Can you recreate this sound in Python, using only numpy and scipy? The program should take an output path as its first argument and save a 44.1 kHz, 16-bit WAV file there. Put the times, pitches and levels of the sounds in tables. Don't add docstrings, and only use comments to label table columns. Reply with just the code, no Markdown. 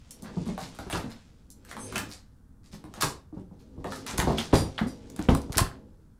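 import sys
import numpy as np
from scipy import signal
from scipy.fft import rfft, irfft, next_fast_len
from scipy.io import wavfile

SR = 44100
rng = np.random.default_rng(int(sys.argv[2]) if len(sys.argv) > 2 else 0)


def dump(signal):
    limited = np.clip(np.atleast_2d(signal).T, -1, 1)
    pcm = np.round(limited * 32767).astype(np.int16)
    wavfile.write(sys.argv[1], SR, pcm)


N = 272979

# (frequency [Hz], level [dB])
ROOM_TONE = [(25, -1), (60, 3), (130, -3.5), (260, -6), (420, -31.5), (800, -26), (1500, -24),
             (2600, -44.5), (10000, -40), (16000, -36)]
# (time [s], rumble level [dB], crackle level [dB])
KNEADING_BED = [(0.0, -70.5, -59.5), (0.26, -44, -59), (0.4, -41.5, -49), (1.02, -60.5, -53),
                (1.24, -63, -60), (1.52, -62, -72.5), (1.96, -36.5, -41.5), (2.26, -66, -72.5),
                (2.64, -64, -87), (2.93, -50, -62.5), (3.34, -69, -81.5), (3.84, -44, -65),
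                (4.07, -41.5, -48.5), (4.36, -44.5, -45), (5.05, -46, -57.5), (5.46, -42, -56.5),
                (5.84, -49.5, -72), (6.19, -70, -79.5)]
# (frequency [Hz], level [dB], t60 [s])
TABLE_MODES = [(70.2, -2.5, 0.34), (102.2, -1, 0.31), (156.3, -4.5, 0.23), (207.6, -3.5, 0.17),
               (270, -4.5, 0.27), (316.2, -8.5, 0.26), (377, -7, 0.21), (466.5, 2, 0.048),
               (527.4, -10.5, 0.2), (572, -17.5, 0.25), (642.5, -16, 0.25), (833, -6.5, 0.069),
               (950, -14.5, 0.22), (1180, -15.5, 0.14)]
# (time [s], level [dB], brightness [dB])
AIR_POPS = [(0.1084, -50, 11), (0.2231, -58, 13.5), (0.5782, -40, -7), (0.749, -52, -1), (0.788, -40, -5.5),
            (0.8708, -53, -7), (0.8994, -36.5, -3.5), (0.9274, -35, -2), (1.5032, -64, 19.5),
            (1.6495, -51, 0.5), (1.7134, -40, -5), (1.767, -40.5, -7), (1.9248, -39, -4), (1.9576, -41, 10),
            (1.9802, -29, -0.5), (2.8408, -50.5, -6), (2.9391, -43.5, -2.5), (3.0098, -32.5, -1.5),
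            (3.0226, -21, -0.5), (3.8435, -41.5, -8), (3.9215, -37, -7), (4.1772, -43.5, 11),
            (4.181, -26, 1), (4.2001, -24, -4.5), (4.065, -37, 0), (4.383, -36.5, -1), (4.7806, -45, -13),
            (5.1, -50.5, 5), (5.1626, -45, 3), (5.192, -38.5, -6), (5.288, -35.5, -12.5), (5.3497, -32, 2),
            (5.4176, -55, 10), (5.522, -44.5, 6.5), (5.5284, -39, 2), (5.572, -30, 7), (5.5783, -29.5, 1.5),
            (5.5813, -16.5, 3.5), (5.5916, -30, -2)]
# (bottom [Hz], low split [Hz], high split [Hz], top [Hz])
SLIME_EDGES = [600, 1900, 4400, 15000]
# (low [dB], middle [dB], high [dB])
POP_EQ = [0, -7.5, 0]
# (time [s], hollow note [Hz], level [dB])
FINGERTIP_PRESSES = [(0.226, 211, -39.5), (0.369, 179, -30), (0.465, 224, -34), (0.488, 197, -32),
                     (0.62, 183, -41), (1.04, 238, -34.5), (1.768, 207, -42), (1.961, 200, -37.5),
                     (2.03, 294, -42), (2.731, 188, -42.5), (2.8397, 311, -43), (3.326, 301, -41),
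                     (3.368, 190, -37.5), (3.512, 185, -46), (4.227, 184, -29), (4.333, 372, -32.5),
                     (4.385, 232, -33), (4.811, 227, -23), (4.861, 262, -29.5), (5.19, 310, -28)]
# (bottom [Hz], low split [Hz], high split [Hz], top [Hz])
TABLE_EDGES = [30, 130, 380, 1200]
# (push [dB], body [dB], knock [dB])
DIMPLE_EQ = [-12.5, 0, -12]
# (time [s], length [s], level [dB], brightness [dB])
FINGER_STROKES = [(0.231, 0.065, -53, -8.5), (0.455, .04, -50, -1), (0.577, 0.072, -45.5, 0),
                  (0.783, 0.055, -55.5, -1), (0.905, 0.083, -39, -3.5), (1.092, 0.034, -50.5, -1.5),
                  (1.67, 0.063, -52, 0), (1.942, 0.033, -45, -8.5), (2.085, 0.054, -48.5, 4),
                  (2.633, 0.047, -63.5, 3), (2.714, 0.042, -52.5, 1), (2.943, 0.057, -54, -5),
                  (3.005, 0.031, -32.5, 5.5), (3.59, 0.034, -66, 1.5), (3.89, 0.098, -49, 3.5),
                  (4.063, 0.054, -37.5, -1), (4.175, .033, -34, -3.5), (4.372, 0.055, -36, -0.5),
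                  (4.527, 0.039, -31, -6.5), (4.783, .023, -37.5, -10.5), (5.169, 0.1, -50, -0.5),
                  (5.287, 0.061, -48, -6.5), (5.521, 0.052, -41, -3.5), (5.585, 0.0074, -25.5, -3)]
# (low [dB], middle [dB], high [dB])
SQUELCH_EQ = [0, 1, 0]
# (time [s], pitch [Hz], level [dB])
OPENING_HOLLOWS = [(.579, 764, -29), (.926, 2944, -27.5), (.949, 1258, -22.5), (1.957, 1343, -22.5),
                   (1.958, 2642, -21.5), (3.024, 1063, -21), (4.199, 1185, -26), (4.383, 3120, -19.5),
                   (4.779, 3200, -24.5), (5.286, 2993, -23.5), (5.349, 1064, -20.5), (5.592, 999, -12.5)]
# (time [s], level [dB], hardness [dB])
HAND_LANDINGS = [(0.79, -45, -2), (0.865, -43, -2.5), (0.93, -34, 0), (0.97, -40, 4), (2.976, -45, 1.5),
                 (3.029, -32, 2.5), (3.778, -43, -4.5), (3.845, -37.5, 7.5), (4.132, -39, -0.5),
                 (4.186, -29, -4), (4.272, -24.5, 4.5), (4.299, -28.5, 4.5), (4.53, -16.5, 2),
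                 (4.601, -29, -2), (5.286, -16.5, -1), (5.32, -26, -5.5), (5.353, -31, -1.5),
                 (5.496, -36, -4.5), (5.563, -32.5, -6), (5.611, -28.5, -10)]
# (push [dB], body [dB], knock [dB])
THUMP_EQ = [-4.5, 0, -4]
# (time [s], length [s], level [dB])
AIR_JETS = [(0.896, 0.027, -47), (1.782, 0.083, -51)]
# (frequency [Hz], width [Hz], level [dB])
PINHOLE_PEAKS = [(6340, 100, -0.5), (8190, 66, 6), (8970, 210, -14.5), (9440, 260, 0), (9400, 360, -18)]
# (time [s], length [s], level [dB])
METAL_RATTLES = [(4.537, 0.054, -35), (4.868, 0.018, -51), (5.317, 0.078, -57)]
# (frequency [Hz], level [dB], nominal t60 [s])
METAL_MODES = [(3770, -10, 0.2), (4800, 6, 0.17), (4786, -16.5, .3), (5540, -18, .24), (5680, -1.5, 0.4),
               (7230, -3, .2), (8170, -8, .2), (8840, 2.5, 0.059), (9500, 2.5, 0.21), (10700, -7.5, 0.21),
               (12500, 0, .2), (13830, -9.5, 0.24)]
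# (frequency [Hz], t60 scale [ratio])
METAL_DECAY_TRIM = [(4500, 0.97), (11000, .95)]
# (frequency [Hz], t60 [s])
ROOM_DECAY = [(100, 0.27), (500, 0.38), (1400, 0.28), (4000, 0.27), (9000, 0.21), (15000, 0.2)]
# (time [s], reverb send offset [dB])
LEAN_IN = [(3.7, 2.5), (5, -4)]
# (frequency [Hz], gain [dB])
MIC_EQ = [(25, 3), (60, 4), (1100, -2.5), (1900, -4), (3500, -0.5), (7000, -0.5), (10000, -0.5),
          (12500, -6.5), (15000, -9)]


def amp(db):
    return 10 ** (np.asarray(db) / 20)


def rms(x):
    return np.sqrt(np.mean(x ** 2) + 1e-20)


def along(points, hz):
    freqs, values = np.transpose(points)
    return np.interp(np.log(hz + 1), np.log(freqs), values)


def clock():
    return np.arange(SR // 2) / SR


def add(track, s, sound):
    part = track[max(round(s * SR), 0):][:len(sound)]
    part += sound[:len(part)]


def filtered(x, response):
    size = next_fast_len(len(x) + SR // 4)
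    return irfft(rfft(x, size) * response(np.fft.rfftfreq(size, 1 / SR)), size)[:len(x)]


def band(x, lo, hi, order=3):
    sections = signal.butter(order, [lo, min(hi, SR / 2 - 100)], 'band', fs=SR, output='sos')
    return signal.sosfilt(sections, x)


def toned(x, edges, levels_db, window_s, order=3):
    parts = [band(x, lo, hi, order=order) for lo, hi in zip(edges, edges[1:])]
    return sum(amp(db) * part / rms(part[:int(window_s * SR)]) for part, db in zip(parts, levels_db))


def tilted(eq, level_db, slope_db):
    return level_db + np.array(eq) + slope_db * np.array([-1, 0, 1])


def in_room(x, wet_db):
    hz, t, spectrum = signal.stft(rng.standard_normal(SR // 2), SR, nperseg=256)
    decay = amp(-60 * t / along(ROOM_DECAY, hz)[:, None])
    tail = signal.istft(spectrum * decay, SR, nperseg=256)[1][:SR // 2]
    tail *= np.clip((clock() - .002) / .006, 0, 1)
    slaps = (rng.uniform(.003, .025, 7) * SR).astype(int)
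    tail[slaps] += 3.55 * rng.standard_normal(7)
    impulse = amp(wet_db) * tail / np.linalg.norm(tail)
    impulse[0] += 1
    return signal.fftconvolve(x, impulse)[:len(x)]


def room_share(s):
    return np.interp(s, *np.transpose(LEAN_IN))


def air(level_db):
    hush = filtered(rng.standard_normal(N), lambda hz: amp(along(ROOM_TONE, hz)))
    return amp(level_db) * hush / rms(hush)


def bubbles(times, sizes, samples, pitch_hz, spread, cycles):
    t = np.arange(SR // 300) / SR
    hz = np.clip(pitch_hz * np.exp(spread * rng.standard_normal((len(times), 1))), 600, 14000)
    turns = hz * t
    grains = np.sin(2 * np.pi * turns) * np.exp(-turns / cycles) * (hz / pitch_hz) ** .5
    grains *= rng.choice([-1, 1], (len(times), 1))
    positions = (times * SR).astype(int)[:, None] + np.arange(len(t))
    return np.bincount(positions.ravel(), (sizes[:, None] * grains).ravel(), samples)[:samples]


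def kneading(rumble_db, crackle_db, bubbles_per_s, size_spread_db):
    cues, *faders = np.transpose(KNEADING_BED)
    rumble_fader, crackle_fader = [np.interp(np.arange(N) / SR, cues, fader) for fader in faders]
    table_top = ring(TABLE_MODES, scatter_db=0)
    rumble = band(signal.fftconvolve(rng.standard_normal(N), table_top)[:N], 150, 740, order=2)
    count = int(bubbles_per_s * N / SR)
    sizes = amp(size_spread_db * np.minimum(rng.exponential(size=count), 3))
    times = rng.uniform(0, N / SR, count)
    crackle = bubbles(times, sizes, N, pitch_hz=4455, spread=1.0, cycles=0.47)
    crackle = band(in_room(crackle, wet_db=-4.0), 520, 8100)
    return (amp(rumble_fader + rumble_db) * rumble / rms(rumble)
            + amp(crackle_fader + crackle_db) * crackle / rms(crackle))


def ring(modes, scatter_db):
    t = clock()
    return sum(rng.choice([-1, 1]) * amp(db + scatter_db * rng.normal() - 60 * t / t60)
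               * np.sin(2 * np.pi * hz * t) for hz, db, t60 in modes)


def pops(level_db, wet_db, tear_s, crack_db):
    out, t = np.zeros(N), clock()
    for s, db, brightness in AIR_POPS:
        crack = amp(crack_db) * np.exp(-t / 0.00019)
        tear = np.exp(-t / tear_s) * (1 - np.exp(-t / 0.00095))
        snap = rng.standard_normal(len(t)) * (crack + tear)
        pocket = np.sin(2 * np.pi * rng.uniform(885, 1400) * t) * np.exp(-t / 0.0015)
        levels = tilted(POP_EQ, db, brightness)
        pop = toned(snap + 0.23 * pocket, SLIME_EDGES, levels, window_s=0.0037, order=5)
        add(out, s, in_room(pop, wet_db + room_share(s)))
    return amp(level_db) * out


def dimples(level_db, wet_db, note_gain, note_t60, rise_s):
    out, t = np.zeros(N), clock()
    for s, note_hz, db in FINGERTIP_PRESSES:
        note = np.sin(2 * np.pi * note_hz * t) * amp(-60 * t / note_t60) * (1 - np.exp(-t / rise_s))
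        blow = table_blow(push=9.9, pat_s=0.018) + note_gain * note
        add(out, s, landing(s, blow, db + np.array(DIMPLE_EQ), wet_db))
    return amp(level_db) * out


def table_blow(push, pat_s, contact_s=.003, pat_db=22.5):
    t = clock()
    shove = push * (1 - t / contact_s) * np.exp(-t / contact_s)
    pat = band(rng.standard_normal(len(t)), 77, 900, order=2) * np.exp(-t / pat_s)
    return ring(TABLE_MODES, scatter_db=2.5) + shove + amp(pat_db) * pat


def landing(s, blow, levels, wet_db):
    thud = in_room(toned(blow, TABLE_EDGES, levels, window_s=0.029), wet_db + room_share(s))
    knock_db = levels[-1]
    squish = stroke(length_s=.04, db=knock_db - 21.5, brightness=-2, wet_db=room_share(s))
    return thud + squish


def stroke(length_s, db, brightness, wet_db, tears_per_s=650, size_spread_db=5,
           strand_delay_s=.06, strand_db=-9.5):
    count = int(tears_per_s * length_s) + 4
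    progress = (np.arange(count) + rng.random(count)) / count
    swell = .5 + np.sin(np.pi * progress)
    tears = amp(size_spread_db * np.minimum(rng.exponential(size=count), 3)) * swell
    lateness = rng.exponential(size=count)
    strands = tears * amp(strand_db) * np.exp(-lateness)
    times = np.r_[progress * length_s, length_s + strand_delay_s * lateness]
    crackle = bubbles(times, np.r_[tears, strands], SR // 2, pitch_hz=3100, spread=0.76, cycles=0.73)
    levels = tilted(SQUELCH_EQ, db, brightness)
    return toned(in_room(crackle, wet_db), SLIME_EDGES, levels, window_s=length_s + 0.0031)


def squelches(level_db, wet_db):
    out = np.zeros(N)
    for s, length_s, db, brightness in FINGER_STROKES:
        add(out, s, stroke(length_s, db, brightness, wet_db + room_share(s)))
    return amp(level_db) * out


def gulps(wet_db, decay_s, glide, flutter):
    out, t = np.zeros(N), clock()
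    for s, hz, db in OPENING_HOLLOWS:
        rim = band(rng.standard_normal(len(t)), 66, 400, order=1)
        pitch = hz * (1 + glide * (np.tanh(t / decay_s) - .5) + flutter * rim / rms(rim))
        envelope = np.exp(-t / decay_s) * (1 - np.exp(-t / 0.0004))
        tone = np.sin(2 * np.pi * np.cumsum(pitch) / SR) * envelope
        add(out, s, in_room(amp(db) * tone, wet_db + room_share(s)))
    return out


def thumps(level_db, wet_db, shove_per_softness):
    out = np.zeros(N)
    for s, db, hardness in HAND_LANDINGS:
        blow = table_blow(push=8 * amp(-shove_per_softness * hardness), pat_s=0.02)
        add(out, s, landing(s, blow, tilted(THUMP_EQ, db, hardness), wet_db))
    return amp(level_db) * out


def squeaks(wet_db):
    def pinhole(hz):
        return sum(amp(db) * 1j * hz * width / (centre ** 2 - hz ** 2 + 1j * hz * width)
                   for centre, width, db in PINHOLE_PEAKS)

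    out, t = np.zeros(N), clock()
    for s, length_s, db in AIR_JETS:
        jet = band(filtered(rng.standard_normal(len(t)), pinhole), 5200, 14000)
        flow = np.clip(np.minimum(t, length_s - t) / 0.0071, 0, 1)
        add(out, s, in_room(amp(db) * flow * jet / rms(jet), wet_db))
    return out


def jingles(wet_db, clatter, detune):
    out, t = np.zeros(N), clock()
    for s, length_s, db in METAL_RATTLES:
        rattle = np.zeros(len(t))
        for delay in np.linspace(0, length_s, 6) * rng.uniform(.8, 0.87, 6):
            hz, mode_db, t60 = np.transpose(METAL_MODES)
            hz = hz * (1 + detune * rng.uniform(-1.1, 1))
            piece = zip(hz, mode_db, t60 * along(METAL_DECAY_TRIM, hz))
            tick = band(rng.standard_normal(len(t)), 3000, 13000) * np.exp(-t / 0.0073)
            add(rattle, delay, ring(piece, scatter_db=0) + clatter * tick)
        jingle = in_room(rattle, wet_db)
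        add(out, s, amp(db) * jingle / rms(jingle[:int(length_s * SR)]))
    return out


def scene():
    slime = pops(level_db=-1.0, wet_db=-1, tear_s=0.002, crack_db=6)
    slime += squelches(level_db=-3.5, wet_db=-0.5)
    slime += gulps(wet_db=-5, decay_s=.007, glide=.12, flutter=0.16)
    slime += squeaks(wet_db=7.5)
    table = thumps(level_db=-2.0, wet_db=-4, shove_per_softness=1.1)
    table += dimples(level_db=-2, wet_db=-4.5, note_gain=13, note_t60=0.066, rise_s=0.0059)
    metal = jingles(wet_db=0.5, clatter=4.5, detune=.03)
    bed = kneading(rumble_db=-3.5, crackle_db=-4.5, bubbles_per_s=2700, size_spread_db=4)
    bed += air(level_db=-56.5)
    return (slime + table + metal + bed)[None]


def record(dry):
    cutoff_hz = 15700
    coloured = filtered(dry[0], lambda hz: amp(along(MIC_EQ, hz)))
    return filtered(coloured, lambda hz: 1 / np.sqrt(1 + (hz / cutoff_hz) ** 160))[None]


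dry = scene()
out = record(dry)
dump(out)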